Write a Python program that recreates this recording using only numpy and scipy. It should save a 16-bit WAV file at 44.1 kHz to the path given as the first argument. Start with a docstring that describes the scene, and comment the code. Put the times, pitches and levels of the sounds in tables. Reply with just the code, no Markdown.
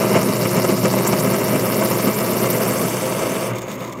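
"""An electric pencil sharpener on a desk grinds a pencil, heard from close by.
From the start a humming mains motor drives a cutter round the blunt wood. Each flute (cutting edge)
knocks the plastic housing and tears off a hissing chip. The hiss sweeps upward twice a turn, and the
cutter bites harder once a turn. By about 3 s the point has formed and the sound is smoother.
At 3.5 s the pencil is drawn back: the housing rocks, and the mechanism rattles on lightly."""
import sys
import numpy as np
from scipy import signal
from scipy.fft import rfft, irfft
from scipy.io import wavfile

SR = 44100
rng = np.random.default_rng(int(sys.argv[2]) if len(sys.argv) > 2 else 0)


def transcribe(signal):
    """Save signal, clipped to [-1, 1], as a 16-bit WAV file at the path in sys.argv[1]."""
    frames = np.atleast_2d(signal).T
    limited = np.clip(frames, -1, 1)
    pcm = np.round(limited * 32767).astype(np.int16)
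    wavfile.write(sys.argv[1], SR, pcm)


N = 176400
T = np.arange(N) / SR
HZ = np.fft.rfftfreq(8192, 1 / SR)

# the tones of the motor's hum (frequency [Hz], relative level [dB], phase waver [rad])
HUM_TONES = [(60.3, -69, .2), (120.6, -29.5, .27), (239, -55, 0.34), (359.2, -30.5, 0.41)]
# how the whole hum rises and falls (time [s], gain [dB])
HUM_GAIN = [(0, -2), (1.2, 0), (2.5, -3), (3.2, -8), (3.52, -2), (3.62, -8.5), (4, -13.5)]
# the cutter spinning free of the wood (time [s], level [dB])
FREE_SPIN_LEVEL = [(3.45, -72), (3.52, -36), (3.58, -34), (3.65, -43), (3.7, -40), (3.77, -46),
                   (3.82, -32.5), (3.9, -37), (3.96, -33), (4, -51)]
# where the free cutter rings (frequency [Hz], width [Hz], relative level [dB])
FREE_SPIN_RESONANCES = [(337, 40, 5), (550, 50, 4), (1013, 74, 4), (1180, 75, -.5), (2040, 45, -19),
                        (2210, 71, -10), (2780, 310, -23)]
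# the housing rocks back once (time [s], level [dB], half length [s], frequency [Hz], width [Hz])
HOUSING_ROCK = (3.528, -30.5, .02, 127, 12)
# the loose pencil rubs the cutter (time [s], level [dB], half length [s])
PENCIL_SCRAPES = [(3.504, -36, 0.011), (3.568, -37, 0.018), (3.586, -38, 0.0053), (3.623, -40, 0.014),
                  (3.695, -43, 0.027), (3.736, -42, 0.028), (3.828, -41, 0.035), (3.882, -45.5, 0.02),
                  (3.93, -39, 0.008)]
# the loose pencil ticks against the cutter (time [s], level [dB])
PENCIL_TICKS = [(3.535, -34), (3.584, -28), (3.591, -30), (3.618, -28), (3.682, -34), (3.716, -28),
                (3.732, -38), (3.807, -32), (3.925, -32), (3.987, -39)]
# where the scrapes and ticks ring (frequency [Hz], width [Hz], relative level [dB])
RUB_RESONANCES = [(2184, 230, 6.5), (3400, 660, -2.5), (5230, 1800, -7.5), (6680, 340, 1.5),
                  (7550, 310, -5), (8330, 970, -11), (10800, 2500, -13.5), (13300, 300, -4),
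                  (14800, 900, -10)]
# the lead squeaks on the cutter (time [s], level [dB], half length [s], frequency [Hz], width [Hz])
LEAD_SQUEAKS = [(1.076, -19.5, 0.0036, 7400, 560), (1.205, -30, 0.0061, 7350, 600),
                (3.634, -42, 0.023, 6750, 260), (3.745, -44, .018, 13350, 200),
                (3.795, -44, .003, 13350, 170)]
# echoes off the shavings tray and the desk (delay [s], gain [ratio])
NEAR_ECHOES = [(.0011, 0.22), (.0027, -0.22), (.0046, -0.00053), (.0079, 0.026)]

# the cutter's progress, quicker as the load eases; two passes make a turn (time [s], passes [count])
CUTTER_PASSES = [(0, .05), (.746, 11), (1.171, 17), (1.716, 25), (2.24, 33), (2.875, 43), (3.055, 46),
                 (4, 62.5)]
# the shape of the tip (blunt until [s], cone from [s], cone until [s], point from [s])
TIP_STAGES = [.75, 1.651, 2.35, 3.05]
# how loud the force on the cutter makes the grinding (time [s], level [dB])
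GRIND_LEVEL = [(0, -19), (.8, -21.5), (1.3, -19.5), (2, -20.5), (2.7, -19.5), (3.05, -22), (3.5, -22),
               (3.6, -31), (3.87, -30.5), (3.96, -40), (4, -30)]
# the drone's tones at 1, 2 and 3 times the flute rate (level against GRIND_LEVEL [dB])
DRONE_LEVELS = [-10.5, -16, -15.5]
# the cutter digs in and shakes the housing (time [s], grinding boost [dB], half length [s])
CUTTER_DIGS = [(.025, 3, 0.036), (0.162, 8.5, 0.024), (0.402, 1.5, 0.0078), (.46, 8, 0.0069),
               (0.582, 5.5, .022), (0.652, 7.5, 0.0097), (0.7, 7.5, 0.011), (0.855, 7.5, 0.015),
               (0.941, 7.5, .009), (0.972, 3.5, .014), (1.061, 7, 0.012), (1.134, 9, 0.0064),
               (1.242, 1, 0.036), (1.343, 6, 0.018), (1.423, 3, 0.007), (1.56, 3.5, 0.0077),
               (1.738, 3, 0.014), (1.825, 5, 0.013), (1.92, 3, 0.011), (2, 4.5, .009), (2.032, 6, 0.0043),
               (2.08, 6, 0.0083), (2.44, 4.5, 0.01), (2.552, 2.5, 0.016), (3.12, 0, 0.0082),
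               (3.23, 3, 0.016), (3.365, 4.5, 0.0064), (3.697, 4, 0.027), (3.828, 3, .022)]
# where the plastic housing and tray ring (frequency [Hz], width [Hz], relative level [dB])
HOUSING_RESONANCES = [(141.6, 34, -5.5), (194.8, 29, 1.5), (259.5, 7.9, 0), (358, 47.6, -3), (427, 140, -7),
                      (525, 26.7, -1), (633, 47, -4), (943, 148, -11), (1140, 90, -13), (1283, 73, -13.5),
                      (1570, 240, -19.5), (2102, 226, -17.5), (2334, 55, -18), (2768, 296, -21.5)]
# the housing's low boom against the rest of the grinding (time [s], gain [dB])
BOOM_GAIN = [(0, 0.5), (.6, 3.5), (1.2, 2), (1.7, 1), (2.5, -1), (2.9, 1.5), (3.2, -2), (3.6, -2), (4, 5)]

# the hiss of wood being cut (time [s], level [dB])
CUT_LEVEL = [(0, -29), (1, -28), (1.7, -27), (2.4, -26.5), (2.85, -27), (3.1, -30.5), (3.48, -32),
             (3.51, -47), (3.55, -57), (4, -72)]
# larger shavings peel off (time [s], strength [relative])
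PEELS = [(.415, 0), (1.078, 8.5), (1.2, 7), (1.23, 0), (1.378, -2), (1.45, 3.5), (1.852, 3), (2.38, 3),
         (2.433, 2), (2.509, 8), (2.68, 4.5)]
# tone colour of the hiss on blunt wood (frequency [Hz], relative level [dB])
BLUNT_COLOUR = [(1760, -46), (3000, -5), (3540, -5), (3820, 0), (4660, 1.5), (5420, 6), (5920, 1.5),
                (6570, -0.5), (6750, 2), (7740, 1), (8470, -2.5), (9780, 5.5), (10300, 2), (11400, -7.5),
                (12200, 4.5), (12900, 5), (13700, 2), (15500, -10)]
# the same on the half-formed cone (frequency [Hz], relative level [dB])
CONE_COLOUR = [(1800, -44), (3000, 0), (3700, -1.5), (4500, 1.5), (5500, 4.5), (6400, -0.5), (7600, 3),
               (8300, -2), (9600, 6.5), (11400, -0.5), (12700, 8.5), (13800, 6), (14700, -1), (15500, -2)]
# the same on the finished point (frequency [Hz], relative level [dB])
POINT_COLOUR = [(1760, -31), (3000, -1), (3840, -6), (4000, -10), (4630, -4), (5640, -4), (6170, -1),
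                (6890, -6), (7480, -1), (10600, -3), (12200, -6), (13200, -3), (15500, -12)]
# each pass sweeps up through the hiss (frequency [Hz], peak moment [passes], swing at strength 1 [dB])
HISS_SWEEP = [(3000, .15, .5), (4200, .2, 1.7), (5300, .25, 2), (6200, .35, 2.3), (7000, .53, 2.8),
              (8200, .57, 2.4), (9000, .68, 1.4), (9700, .95, 1.9), (11500, 1.15, 1.4), (12500, .99, 2),
              (13500, 1.03, 2.5), (15200, 1.3, 2)]
# how strong that sweep is (time [s], strength [ratio])
SWEEP_STRENGTH = [(0, 1.1), (1.2, 1.3), (2.5, 1.35), (3, .8), (3.4, .2)]
# the hole behind the retreating point rings like a pipe (time [s], lowest resonance [Hz], depth [dB])
PENCIL_HOLE = [(3.25, 1680, 0), (3.4, 1770, 0.5), (3.5, 1870, 3)]

FLUTES_PER_PASS = 14
THROB_DB, BOOM_THROB_DB, HISS_THROB_DB = 0.83, 1.55, 1.15  # once-a-turn swing: grinding, boom, fizz
THROB_LAG, HISS_LAG = 0.49, -0.085  # when the grinding and the fizz peak [passes]
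PEEL_HALF_S, TICK_DECAY_S = 0.0083, 0.0029
CEILING, TREBLE_LIMIT_HZ = .72, 15780  # the ceiling is a share of full scale


def amp(db):
    """Turns decibels into a gain to multiply by."""
    return 10 ** (np.asarray(db) / 20)


def evened(x):
    """Scales a signal to an average (rms) level of 1."""
    return x / np.sqrt(np.mean(x ** 2) + 1e-20)


def curve(points, times=T):
    """Joins (time, value) points with straight lines."""
    return np.interp(times, *np.transpose(points))


def swell(at, half):
    """A smooth bump in time, of height 1."""
    return np.exp(-((T - at) / half) ** 2)


def wander(hz):
    """A slow random drift of level 1; a higher hz makes it quicker."""
    keep_slow = np.exp(-(np.fft.rfftfreq(N, 1 / SR) / hz) ** 2)
    return evened(irfft(rfft(rng.standard_normal(N)) * keep_slow, N))


def uneven(chance, spread_db):
    """Turns random numbers into gains, at most twice spread_db up or down."""
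    return amp(spread_db * np.clip(chance, -2, 2))


def spectrum(points):
    """The gain at each frequency, from (frequency, level) points."""
    hz, db = np.transpose(points)
    return amp(np.interp(np.log(HZ + 1), np.log(hz + 1), db))


def resonances(modes):
    """The gain at each frequency, with a peak wherever an object likes to ring."""
    return np.sqrt(sum((amp(db) / (1 + ((HZ - hz) / width) ** 2)) ** 2 for hz, width, db in modes))


def ring(x, gain):
    """Filters x with a gain for each frequency; the result has level 1."""
    log_gain = np.log(np.maximum(np.r_[gain, gain[-2:0:-1]] / gain.max(), 1e-5))
    response = np.exp(np.conj(signal.hilbert(log_gain)))  # rings after a knock, never before
    taps = np.fft.ifft(response).real[:4096]
    return evened(signal.oaconvolve(x, taps)[:N])


def reflect(x):
    """Adds the echoes off the tray and the desk; the result has level 1."""
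    return evened(x + sum(gain * np.interp(T - delay, T, x, left=0) for delay, gain in NEAR_ECHOES))


def crackle(per_s, spread_db):
    """Clicks at random moments, of random sign and size."""
    clicks = (rng.random(N) < per_s / SR) * rng.choice([-1, 1], N)
    return evened(clicks * uneven(rng.standard_normal(N), spread_db))


def puffs(clicks, decay_s, steady):
    """Each click sets off a short puff of noise, on top of some steady noise."""
    fades = evened(signal.lfilter([1], [1, -np.exp(-1 / (decay_s * SR))], abs(clicks)))
    return evened(np.hypot(fades, steady) * rng.standard_normal(N))


def burst(at, db, half, hz, width):
    """A brief swell of noise around one pitch."""
    return amp(db) * swell(at, half) * ring(rng.standard_normal(N), resonances([(hz, width, 0)]))


def desk_rumble():
    """The desk rumbles faintly and steadily under the machine."""
    low_cut = np.sqrt(1 + (40 / (HZ + 1)) ** 8)
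    return amp(-54) * ring(rng.standard_normal(N), resonances([(63.5, 11, 0)]) / low_cut)


def motor_hum():
    """The motor hums near multiples of the mains frequency; each tone wavers at random."""
    hum = np.zeros(N)
    for hz, db, waver in HUM_TONES:
        level = amp(db + waver * 4.6 * wander(hz=12))
        hum += level * np.sin(2 * np.pi * hz * T + waver * wander(hz=17))
    return np.sqrt(2) * hum * amp(curve(HUM_GAIN))


def free_spin():
    """Free of the wood, the cutter and its gear whirr on."""
    rattle = crackle(per_s=1700, spread_db=3)
    return amp(curve(FREE_SPIN_LEVEL)) * ring(rattle, resonances(FREE_SPIN_RESONANCES))


def housing_thud():
    """The housing rocks back with a soft, low knock as the push lets go."""
    return burst(*HOUSING_ROCK)


def pencil_rubs():
    """The pencil scrapes and ticks lightly against the cutter as it slides out."""
    light_touch = amp(-50.5) * np.clip((T - PENCIL_SCRAPES[0][0]) / 0.021, 0, 1)
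    scrapes = sum(amp(db) * swell(at, half) for at, db, half in PENCIL_SCRAPES)
    ticks = sum(amp(db) * (T >= at) * np.exp(-abs(T - at) / TICK_DECAY_S) for at, db in PENCIL_TICKS)
    grit = puffs(crackle(per_s=840, spread_db=2), decay_s=.0021, steady=0.73)
    rubbing = (light_touch + scrapes) * grit + ticks * rng.standard_normal(N)
    return rubbing.std() * ring(reflect(rubbing), resonances(RUB_RESONANCES))


def lead_squeaks():
    """The lead gives brief, high chirps against the steel."""
    return sum(burst(*squeak) for squeak in LEAD_SQUEAKS)


def turn_throb(lag):
    """The wood is met harder once a turn: a swing between -1 and 1 that fades as the point forms."""
    return np.cos(np.pi * (curve(CUTTER_PASSES) - lag)) * np.interp(T, TIP_STAGES[2:], [1, 0])


def flute_drone():
    """The even beat of the flutes makes a low note that throbs and drags once a turn."""
    throb = turn_throb(THROB_LAG)
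    cycles = FLUTES_PER_PASS * curve(CUTTER_PASSES) + .09 * wander(hz=6.5) - .05 * throb
    tones = sum(amp(db) * np.sin(2 * np.pi * k * cycles) for k, db in enumerate(DRONE_LEVELS, 1))
    easing = np.interp(T, TIP_STAGES[2:], [1, .4])
    return np.sqrt(2) * tones * amp(curve(GRIND_LEVEL) + 4.2 * throb) * easing


def flute_strikes(jitter_s, spread_db):
    """One click for each flute that meets the wood, uneven in time and strength."""
    on_time = np.flatnonzero(np.diff(np.floor(FLUTES_PER_PASS * curve(CUTTER_PASSES))))
    late, size = rng.standard_normal((len(on_time), 2)).T
    at = np.clip(on_time + (late * jitter_s * SR).astype(int), 0, N - 1)
    clicks = np.zeros(N)
    clicks[at] = uneven(size, spread_db)
    return clicks


def torn_chips(flutes, smooth):
    """Each flute tears off a chip, with a few splinters; smooth is the share of plain noise."""
    chips = puffs(flutes * uneven(rng.standard_normal(N), spread_db=2.1), decay_s=0.002, steady=0.87)
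    splinters = puffs(crackle(per_s=160, spread_db=3.5), decay_s=.0005, steady=0)
    rough = evened(chips + amp(-12) * splinters)
    return np.sqrt(1 - smooth) * rough + np.sqrt(smooth) * rng.standard_normal(N)


def chip_colours(x, depth_db, patch_s, patch_hz):
    """No two chips sound alike: random patches of time and frequency get louder or softer."""
    bands = signal.stft(x, nperseg=256, noverlap=192)[2]
    across_bands = np.fft.fftfreq(bands.shape[0], SR / 256)[:, None]
    along_time = np.fft.fftfreq(bands.shape[1], 64 / SR)
    blur = np.exp(-(across_bands * patch_hz) ** 2 - (along_time * patch_s) ** 2)
    patches = evened(np.fft.ifft2(np.fft.fft2(rng.standard_normal(bands.shape)) * blur).real)
    return evened(signal.istft(bands * uneven(patches, depth_db), nperseg=256, noverlap=192)[1][:N])


def cutter_sweep(x):
    """The circling cutter sweeps the hiss upward on every pass; near the end the emptying hole rings."""
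    hz, t, bands = signal.stft(x, SR, nperseg=256, noverlap=192)
    sweep_hz, lags, swings = np.transpose(HISS_SWEEP)
    lag = np.interp(hz, sweep_hz, lags)[:, None]
    swing_db = curve(SWEEP_STRENGTH, t) * np.interp(hz, sweep_hz, swings)[:, None]
    sweep_db = swing_db * np.cos(2 * np.pi * (curve(CUTTER_PASSES, t) - lag))
    at, hole_hz, hole_db = np.transpose(PENCIL_HOLE)
    # a pipe closed at one end rings at 1, 3, 5... times its lowest resonance
    pipe_db = -np.interp(t, at, hole_db) * np.cos(np.pi * hz[:, None] / np.interp(t, at, hole_hz))
    return signal.istft(bands * amp(sweep_db + pipe_db), nperseg=256, noverlap=192)[1][:N]


def wood_hiss(flutes, bite_db):
    """Cut wood gives a rasp and a finer fizz; both change colour and smooth out as the point forms."""
    blunt = np.interp(T, TIP_STAGES[:2], [1, 0])
    point = np.interp(T, TIP_STAGES[2:], [0, 1])
    smooth = 0.35 * point
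    peel = sum(strength * swell(at, PEEL_HALF_S) for at, strength in PEELS)
    lows, highs = (signal.butter(4, 8500, side, fs=SR, output="sos") for side in ("low", "high"))
    rasp = signal.sosfilt(lows, torn_chips(flutes ** 0.84, smooth))
    rasp *= amp(0.19 * peel + 0.49 * bite_db)
    fizz = signal.sosfilt(highs, torn_chips(flutes, smooth))
    fizz *= amp(1.04 * peel + HISS_THROB_DB * turn_throb(HISS_LAG) - 0.1)
    cut = chip_colours(rasp + fizz, depth_db=1.2, patch_s=0.042, patch_hz=900)
    cut = reflect(cutter_sweep(cut))
    stages = [(blunt, BLUNT_COLOUR), (1 - blunt - point, CONE_COLOUR), (point, POINT_COLOUR)]
    return amp(curve(CUT_LEVEL)) * sum(share * ring(cut, spectrum(colour)) for share, colour in stages)


def grinding(flutes, bite_db):
    """Flute strikes and gear chatter make the plastic housing ring and boom."""
    crunch = amp(0.5) * puffs(flutes, decay_s=0.0045, steady=0.62)
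    chatter = amp(-2) * crackle(per_s=1000, spread_db=3.5)
    low_cut = np.sqrt(1 + (107 / (HZ + 1)) ** 7)
    body = ring(amp(-6) * evened(flutes) + crunch + chatter, resonances(HOUSING_RESONANCES) / low_cut)
    boom = signal.sosfiltfilt(signal.butter(4, 290, fs=SR, output="sos"), body)
    throb = turn_throb(THROB_LAG)
    boom_gain = amp(curve(BOOM_GAIN) + BOOM_THROB_DB * throb - 0.27 * bite_db)
    level = amp(curve(GRIND_LEVEL) + bite_db + THROB_DB * throb)
    return level * (body - boom + boom * boom_gain)


def scene():
    """Mixes all the sounds into one channel; the same strikes drive the grinding and the hiss."""
    flutes = flute_strikes(jitter_s=.0006, spread_db=3.0)
    bite_db = sum(db * swell(at, half) for at, db, half in CUTTER_DIGS)
    cutting = grinding(flutes, bite_db) + wood_hiss(flutes, bite_db) + flute_drone()
    behind = motor_hum() + pencil_rubs() + lead_squeaks() + free_spin() + housing_thud() + desk_rumble()
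    return (cutting + behind)[None]


def record(dry):
    """Rounds off the tallest peaks, then cuts the very highest treble."""
    rounded = dry / (1 + (dry / CEILING) ** 4) ** .25
    treble_cut = signal.firwin(511, TREBLE_LIMIT_HZ, window=("kaiser", 9), fs=SR)
    return signal.oaconvolve(rounded, treble_cut[None], "same")


dry = scene()
out = record(dry)
transcribe(out)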